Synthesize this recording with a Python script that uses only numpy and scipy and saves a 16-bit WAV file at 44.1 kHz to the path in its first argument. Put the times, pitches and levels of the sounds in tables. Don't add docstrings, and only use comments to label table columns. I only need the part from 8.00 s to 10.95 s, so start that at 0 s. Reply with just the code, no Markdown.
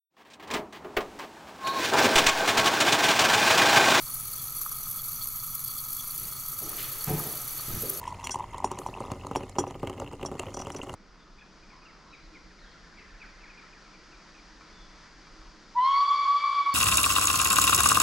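import sys
import numpy as np
from scipy import signal
from scipy.fft import rfft, irfft, next_fast_len
from scipy.io import wavfile
from scipy.ndimage import map_coordinates

SR = 44100
rng = np.random.default_rng(int(sys.argv[2]) if len(sys.argv) > 2 else 0)


def dump(signal):
    limited = np.clip(np.atleast_2d(signal).T, -1, 1)
    pcm = np.round(limited * 32767).astype(np.int16)
    wavfile.write(sys.argv[1], SR, pcm)


N = 130095
LEAD, BRIEF = 512, 2048
T = (np.arange(12288) - LEAD) / SR

# time_s, churn_db, fizz_db
STREAM_LEVELS = [(0, -47.5, -61.5), (.6, -48.5, -66), (1.05, -49.5, -62.5), (1.55, -54, -67),
                 (2.15, -55.5, -69), (2.5, -52.5, -63.5), (2.95, -49, -64.5)]
# pitch_hz, level_db
CHURN_TONE = [(100, -27), (300, -24), (600, 3.5), (800, 4), (1000, -4), (1250, 0.5), (1600, -14),
              (2100, -2), (2400, -16), (2800, -12), (3500, -58), (6000, -67)]
# pitch_hz, level_db
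FIZZ_TONE = [(1500, -30), (3000, 1), (4500, 0.5), (7200, 5.5), (8000, -5), (10300, -2), (11500, -13),
             (15000, -11)]
# time_s, plop_db, thump_db, spatter_db, spray_db
SMALL_DROPS = [(0, -40, -54.5, -48, -55), (.5, -42.5, -57, -54, -70), (.9, -39.5, -43, -57.5, -83),
               (1.5, -47, -43.5, -52.5, -66.5), (2.15, -44, -44.5, -53, -63.5),
               (2.5, -41.5, -41, -52.5, -58.5), (2.95, -43, -43.5, -53, -54)]
# start_s, plop_db, thump_db, spatter_db, spray_db
BIG_BLOBS = [(0.0403, -45, -59, -31.5, -56), (0.0793, -25.5, -64, -40, -41),
             (0.272, -29.5, -38, -25, -27.5), (0.2955, -29.5, -35, -30, -36),
             (0.3454, -22.5, -41, -33.5, -35), (0.3585, -20, -33.5, -52, -41), (0.3894, -31, -46, -52, -44),
             (0.3981, -25.5, -43, -44.5, -48), (0.4071, -22, -41, -44, -66),
             (0.4422, -27.5, -60, -42.5, -57), (0.534, -34, -51, -49, -59),
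             (0.5459, -24.5, -35.5, -36.5, -53), (0.582, -28, -41, -53, -39), (0.6039, -26, -51, -58, -50),
             (0.6451, -12, -24, -32.5, -32.5), (0.7164, -26.5, -29.5, -41, -33.5),
             (0.7892, -43, -28.5, -34.5, -32.5), (0.8643, -18.5, -35.5, -41, -41.5),
             (1.0055, -26.5, -28, -61, -42.5), (1.1181, -22.5, -25.5, -41, -36),
             (1.2693, -27, -35.5, -43, -38), (1.3134, -26.5, -26, -47, -45), (1.353, -22, -39, -35.5, -43),
             (1.3597, -13.5, -17.5, -28.5, -36), (1.435, -36.5, -30.5, -41, -50),
             (1.496, -38, -39, -46, -40.5), (1.5857, -14, -14.5, -40, -63), (1.591, -49, -35, -32.5, -34),
             (1.603, -40, -22, -48, -40), (1.6402, -19.5, -28, -52, -58), (1.6705, -38, -27, -49, -61),
             (1.7095, -30.5, -33, -45, -42.5), (1.753, -55, -28.5, -56, -72),
             (1.8312, -28.5, -22, -55, -71), (1.8733, -38, -26, -30, -39.5),
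             (1.898, -30.5, -25.5, -36.5, -40), (2.0005, -28, -27.5, -38, -37),
             (2.0205, -29, -23.5, -59, -68), (2.133, -33, -28, -66, -48.5), (2.2305, -29, -26, -30.5, -46),
             (2.2517, -22, -29, -44, -42), (2.3164, -25.5, -30, -47, -50), (2.354, -40, -30, -50, -60),
             (2.3965, -31, -26, -30, -29), (2.4357, -26.5, -35.5, -40, -56), (2.468, -56, -29, -36.5, -73),
             (2.5724, -23.5, -31, -44.5, -55), (2.6017, -28, -33, -49, -58), (2.6706, -27, -31, -38, -43),
             (2.7035, -29, -30.5, -33, -43), (2.749, -35, -30, -33.5, -41), (2.792, -39, -30, -40, -65),
             (2.896, -28.5, -33.5, -35.5, -41.5), (2.9404, -25.5, -39, -61, -39)]
# pitch_hz, level_db, ring_s
TABLE_NOTES = [(94, -18, 0.13), (133, -17.5, 0.12), (262.5, -16, 0.27), (282.5, -11.5, 0.17),
               (370, -5.5, 0.091), (455, -18.5, 0.041), (557, -16, 0.099), (785, -8, 0.044)]
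# pitch_hz, level_db
RATTLE_TONE = [(40, -34), (90, 18.5), (200, 2.5), (310, 6), (400, 9), (660, -2.5), (850, -0.5), (1200, 1),
               (1600, -19), (4000, -36)]
# pitch_hz, level_db
SPATTER_TONE = [(900, -30), (1600, -9), (2100, -2), (2400, -7), (2850, 0), (3100, -3), (3500, -15),
                (5000, -30)]
# pitch_hz, level_db
SPRAY_TONE = [(2500, -25), (4200, 3.5), (5000, -3.5), (6200, 4.5), (7400, 9.5), (8000, 2.5), (9200, 3),
              (10500, -1), (11500, -12), (15000, -14), (17000, -47)]
# start_s, level_db
LONE_DROPLETS = [(0.9408, -22.5), (1.069, -36), (1.197, -37), (1.2121, -32), (2.064, -30), (2.076, -32),
                 (2.14, -32), (2.397, -17), (2.622, -31), (2.66, -28.5), (2.8165, -19)]
# start_s, level_db, extra_treble_db
SPOON_HITS = [(0.077, -46.5, -4), (0.2408, -32, 0.5), (0.3066, -28.5, -3.5), (0.315, -30, -5),
              (0.644, -34.5, 1.5), (0.7123, -45.5, -4), (0.866, -47, 3), (1.362, -33, -2),
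              (1.5841, -25.5, -4.5), (1.593, -28.5, -0.5), (1.674, -45.5, -5), (2.2587, -30.5, -4),
              (2.5408, -33.5, -1), (2.567, -35, -4), (2.59, -35.5, -9), (2.599, -38, -7), (2.613, -36, -4),
              (2.718, -39.5, -3), (2.7627, -33.5, -9)]
# pitch_hz, level_db, ring_s
CLINK_NOTES = [(1534, -21, .12), (3330, -16, .12), (5180, -20, .06), (5560, -7, .09), (5750, -6, .07),
               (5935, -3, .095), (6950, -9, .1), (7142, -9, .11), (8568, -10, .11), (10085, -17, .13),
               (14320, -24, .08)]
# pitch_hz, level_db
TICK_TONE = [(3500, -17), (5400, 3), (6900, -3.5), (12000, -29)]
# pitch_hz, level_db
FROTH_TONE = [(5000, -25), (8000, -4), (10300, 0), (12000, -3), (13500, -7), (16000, -13)]
# pitch_hz, level_db
RUMBLE_TONE = [(15, -7), (27, -17), (39, 5), (55, -3.5), (70, -7), (89, 3), (110, -4), (200, -10.5),
               (500, -20), (2000, -62.5)]
# pitch_hz, spread_db
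STEREO_SPREAD = [(400, -40), (1000, -14), (2000, -15), (16000, -18)]
# pitch_hz, level_db
HISS_TONE = [(1000, -37), (2600, -27), (3700, -1.5), (7500, -5.5), (10000, -14.5), (16000, -14)]


def amp(db):
    return 10 ** (np.asarray(db) / 20)


def along(points, hz):
    pitches, levels = np.transpose(points)
    return np.interp(np.log(hz + 1), np.log(pitches + 1), levels)


def curves(rows, times):
    row_times, *columns = np.transpose(rows)
    return [np.interp(times, row_times, column) for column in columns]


def scatter(times):
    return rng.standard_normal(len(times))


def filtered(x, gain_at):
    length = x.shape[-1]
    padded = next_fast_len(length + 4096)
    return irfft(rfft(x, padded) * gain_at(np.fft.rfftfreq(padded, 1 / SR)), padded)[..., :length]


def noise(tone):
    x = filtered(rng.standard_normal(N), lambda hz: amp(along(tone, hz)))
    return x / np.sqrt(np.mean(x ** 2))


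def decay(ring_s):
    return (T >= 0) * amp(-60 * np.abs(T) / ring_s)


def add(track, start_s, sound):
    start = int(np.clip(round(start_s * SR), 0, N))
    track[start:start + len(sound)] += sound


def played(times, gains, shape):
    hits = np.bincount(np.clip(np.round(times * SR).astype(int), 0, N - 1), gains, N)
    return signal.fftconvolve(hits, shape)[LEAD:LEAD + N]


def puffs(times, db, shape, tone):
    return noise(tone) * np.sqrt(np.abs(played(times, amp(db) ** 2, shape ** 2)))


def blips(times, db, pitches, widths_s):
    out, t = np.zeros(N + len(T)), T[:2 * LEAD]
    for start_s, level, hz, width_s in zip(times, db, pitches, widths_s):
        swell = np.exp(-.5 * (t / width_s) ** 2)
        add(out, start_s, amp(level) * swell * np.sin(2 * np.pi * (hz * t + rng.random())))
    return out[LEAD:LEAD + N]


def stream():
    churn_db, fizz_db = curves(STREAM_LEVELS, np.arange(N) / SR)
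    return amp(churn_db - 6) * noise(CHURN_TONE) + amp(fizz_db - 1) * noise(FIZZ_TONE)


def bubbles(count=1600, per_s=420, clusters_per_s=45, low_hz=1794, high_hz=10570):
    times = np.cumsum(rng.exponential(1, count)) / per_s
    times = times[times < N / SR]
    hz = low_hz * (high_hz / low_hz) ** rng.random(len(times))
    _, fizz_db = curves(STREAM_LEVELS, times)
    cluster_db = 4 * map_coordinates(rng.standard_normal(count), [times * clusters_per_s])
    db = fizz_db + 6.5 + 3 * scatter(times) + cluster_db
    return blips(times, db, hz, widths_s=2.6 / hz)


def drops(count=1200, per_s=110, scatter_db=7.5, limit_db=14):
    times = np.cumsum(rng.gamma(2, .5, count)) / per_s
    shared, own = rng.standard_normal((count, 1)), rng.standard_normal((count, 4))
    size_db = scatter_db * (shared + own) / np.sqrt(2)
    size_db = limit_db * np.tanh(size_db / limit_db)
    small = np.column_stack([times, np.transpose(curves(SMALL_DROPS, times)) + size_db])
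    return np.vstack([BIG_BLOBS, small[times < N / SR]]).T


def plops(times, db, pitch_hz=974.4, shrink_per_s=1.2, sag_per_s=.43):
    widths_s = .00052 + .0012 * np.exp(-shrink_per_s * times)
    stray = .048 * scatter(times) * np.sqrt(times)
    hz = pitch_hz * np.exp(stray - sag_per_s * times * amp(db))
    return blips(times, db - .5, hz, widths_s)


def gulps(times, gains, start_hz=733, end_hz=253, fall_s=.01087, peak_s=.007, width_s=.0038):
    t = T[:BRIEF]
    glide_hz = (t >= 0) * (end_hz + (start_hz - end_hz) * np.exp(-np.abs(t) / fall_s))
    cycles = np.cumsum(glide_hz) / SR
    swell = amp(-5) * np.exp(-.5 * ((t - peak_s) / width_s) ** 2)
    out = np.zeros(N + len(T))
    for start_s, gain, pitch_ratio in zip(times, gains, np.exp(.15 * scatter(times))):
        add(out, start_s, -gain * swell * np.sin(2 * np.pi * pitch_ratio * cycles))
    return out[LEAD:LEAD + N]


def thumps(times, db, push_s=.0015, push_low_hz=126, table_low_hz=68):
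    gains = amp(db - 3.5)
    push = -amp(-1) * np.exp(-.5 * (T / push_s - 1) ** 2)
    push = signal.lfilter(*signal.butter(2, push_low_hz, "high", fs=SR), push)
    out = played(times, gains, push) + gulps(times, gains)
    for hz, level, ring_s in TABLE_NOTES:
        ring = -np.sin(2 * np.pi * hz * T) * decay(ring_s)
        out += played(times, gains * amp(level + 2 * scatter(times)), ring)
    out += puffs(times, db - 8, decay(ring_s=.06), RATTLE_TONE)
    return signal.sosfilt(signal.butter(4, table_low_hz, "high", fs=SR, output="sos"), out)


def pings(times, db, pitch_hz=2625, rise_hz_per_s=83, attack_s=.00114):
    out, t = np.zeros(N + len(T)), T[:BRIEF]
    shape = decay(ring_s=.0096)[:BRIEF] * (1 - np.exp(-(t / attack_s) ** 2))
    pitches = (pitch_hz + rise_hz_per_s * times) * np.exp(.011 * scatter(times))
    for start_s, level, hz in zip(times, db, pitches):
        add(out, start_s - attack_s, amp(level) * shape * np.sin(2 * np.pi * hz * t))
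    return out[LEAD:LEAD + N]


def splashes(times, spatter_db, spray_db, spatter_s=.0016, spray_s=.0013, air_hz=2780):
    wet = pings(times, spatter_db + .5) + pings(*np.transpose(LONE_DROPLETS))
    wet += puffs(times, spatter_db - 7, 1 / (1 + (T / spatter_s) ** 2), SPATTER_TONE)
    fade = decay(ring_s=.04)
    air_note = fade * np.cos(2 * np.pi * air_hz * T) / np.sum(fade)
    air_ring = amp(2) * signal.fftconvolve(wet, air_note)[LEAD:LEAD + N]
    spray = puffs(times, spray_db - 4.5, 1 / (1 + (T / spray_s) ** 2), SPRAY_TONE)
    return wet + air_ring + spray


def clinks(attack_s=.0017, damping_per_s=.3, treble_hz=6500):
    out = np.zeros(N + len(T))
    attack = 1 - np.exp(-np.abs(T) / attack_s)
    for start_s, db, extra_treble_db in SPOON_HITS:
        shorten = np.exp(-damping_per_s * start_s)
        for hz, level, ring_s in CLINK_NOTES:
            vary, detune, phase = rng.standard_normal(3)
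            gain = amp(db + level + 1.5 + 3 * vary + extra_treble_db * (hz > treble_hz))
            shifted_hz = hz * (1 + .005 * detune)
            note = np.sin(2 * np.pi * (shifted_hz * T + phase))
            add(out, start_s, gain * attack * decay(ring_s * shorten) * note)
    times, db, _ = np.transpose(SPOON_HITS)
    ticks = puffs(times, db - 5, attack * decay(ring_s=.035), TICK_TONE)
    return out[LEAD:LEAD + N] + ticks


def froth(start_s=.79):
    return puffs(np.array([start_s]), [-57], decay(ring_s=.45), FROTH_TONE)


def room(x, dull_above_hz=3500):
    tail = (rng.standard_normal(len(T)) * decay(ring_s=.17))[LEAD:]
    echo = signal.fftconvolve(x, tail / np.linalg.norm(tail))[:N]
    return x + amp(-12.5) * filtered(echo, lambda hz: 1 / np.hypot(1, hz / dull_above_hz))


def scene():
    pour = stream() + bubbles()
    times, plop_db, thump_db, spatter_db, spray_db = drops()
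    pour += plops(times, plop_db) + thumps(times, thump_db) + splashes(times, spatter_db, spray_db)
    middle = room(pour + clinks() + froth()) + amp(-47.5) * noise(RUMBLE_TONE)
    side = filtered(middle, lambda hz: 1j * amp(along(STEREO_SPREAD, hz) - 55))
    side += amp(-69.5) * noise(HISS_TONE)
    return np.array([middle + side, middle - side])


def record(dry, top_hz=15850):
    return filtered(dry, lambda hz: 1 / (1 + (hz / top_hz) ** 120))


dry = scene()
out = record(dry)
dump(out)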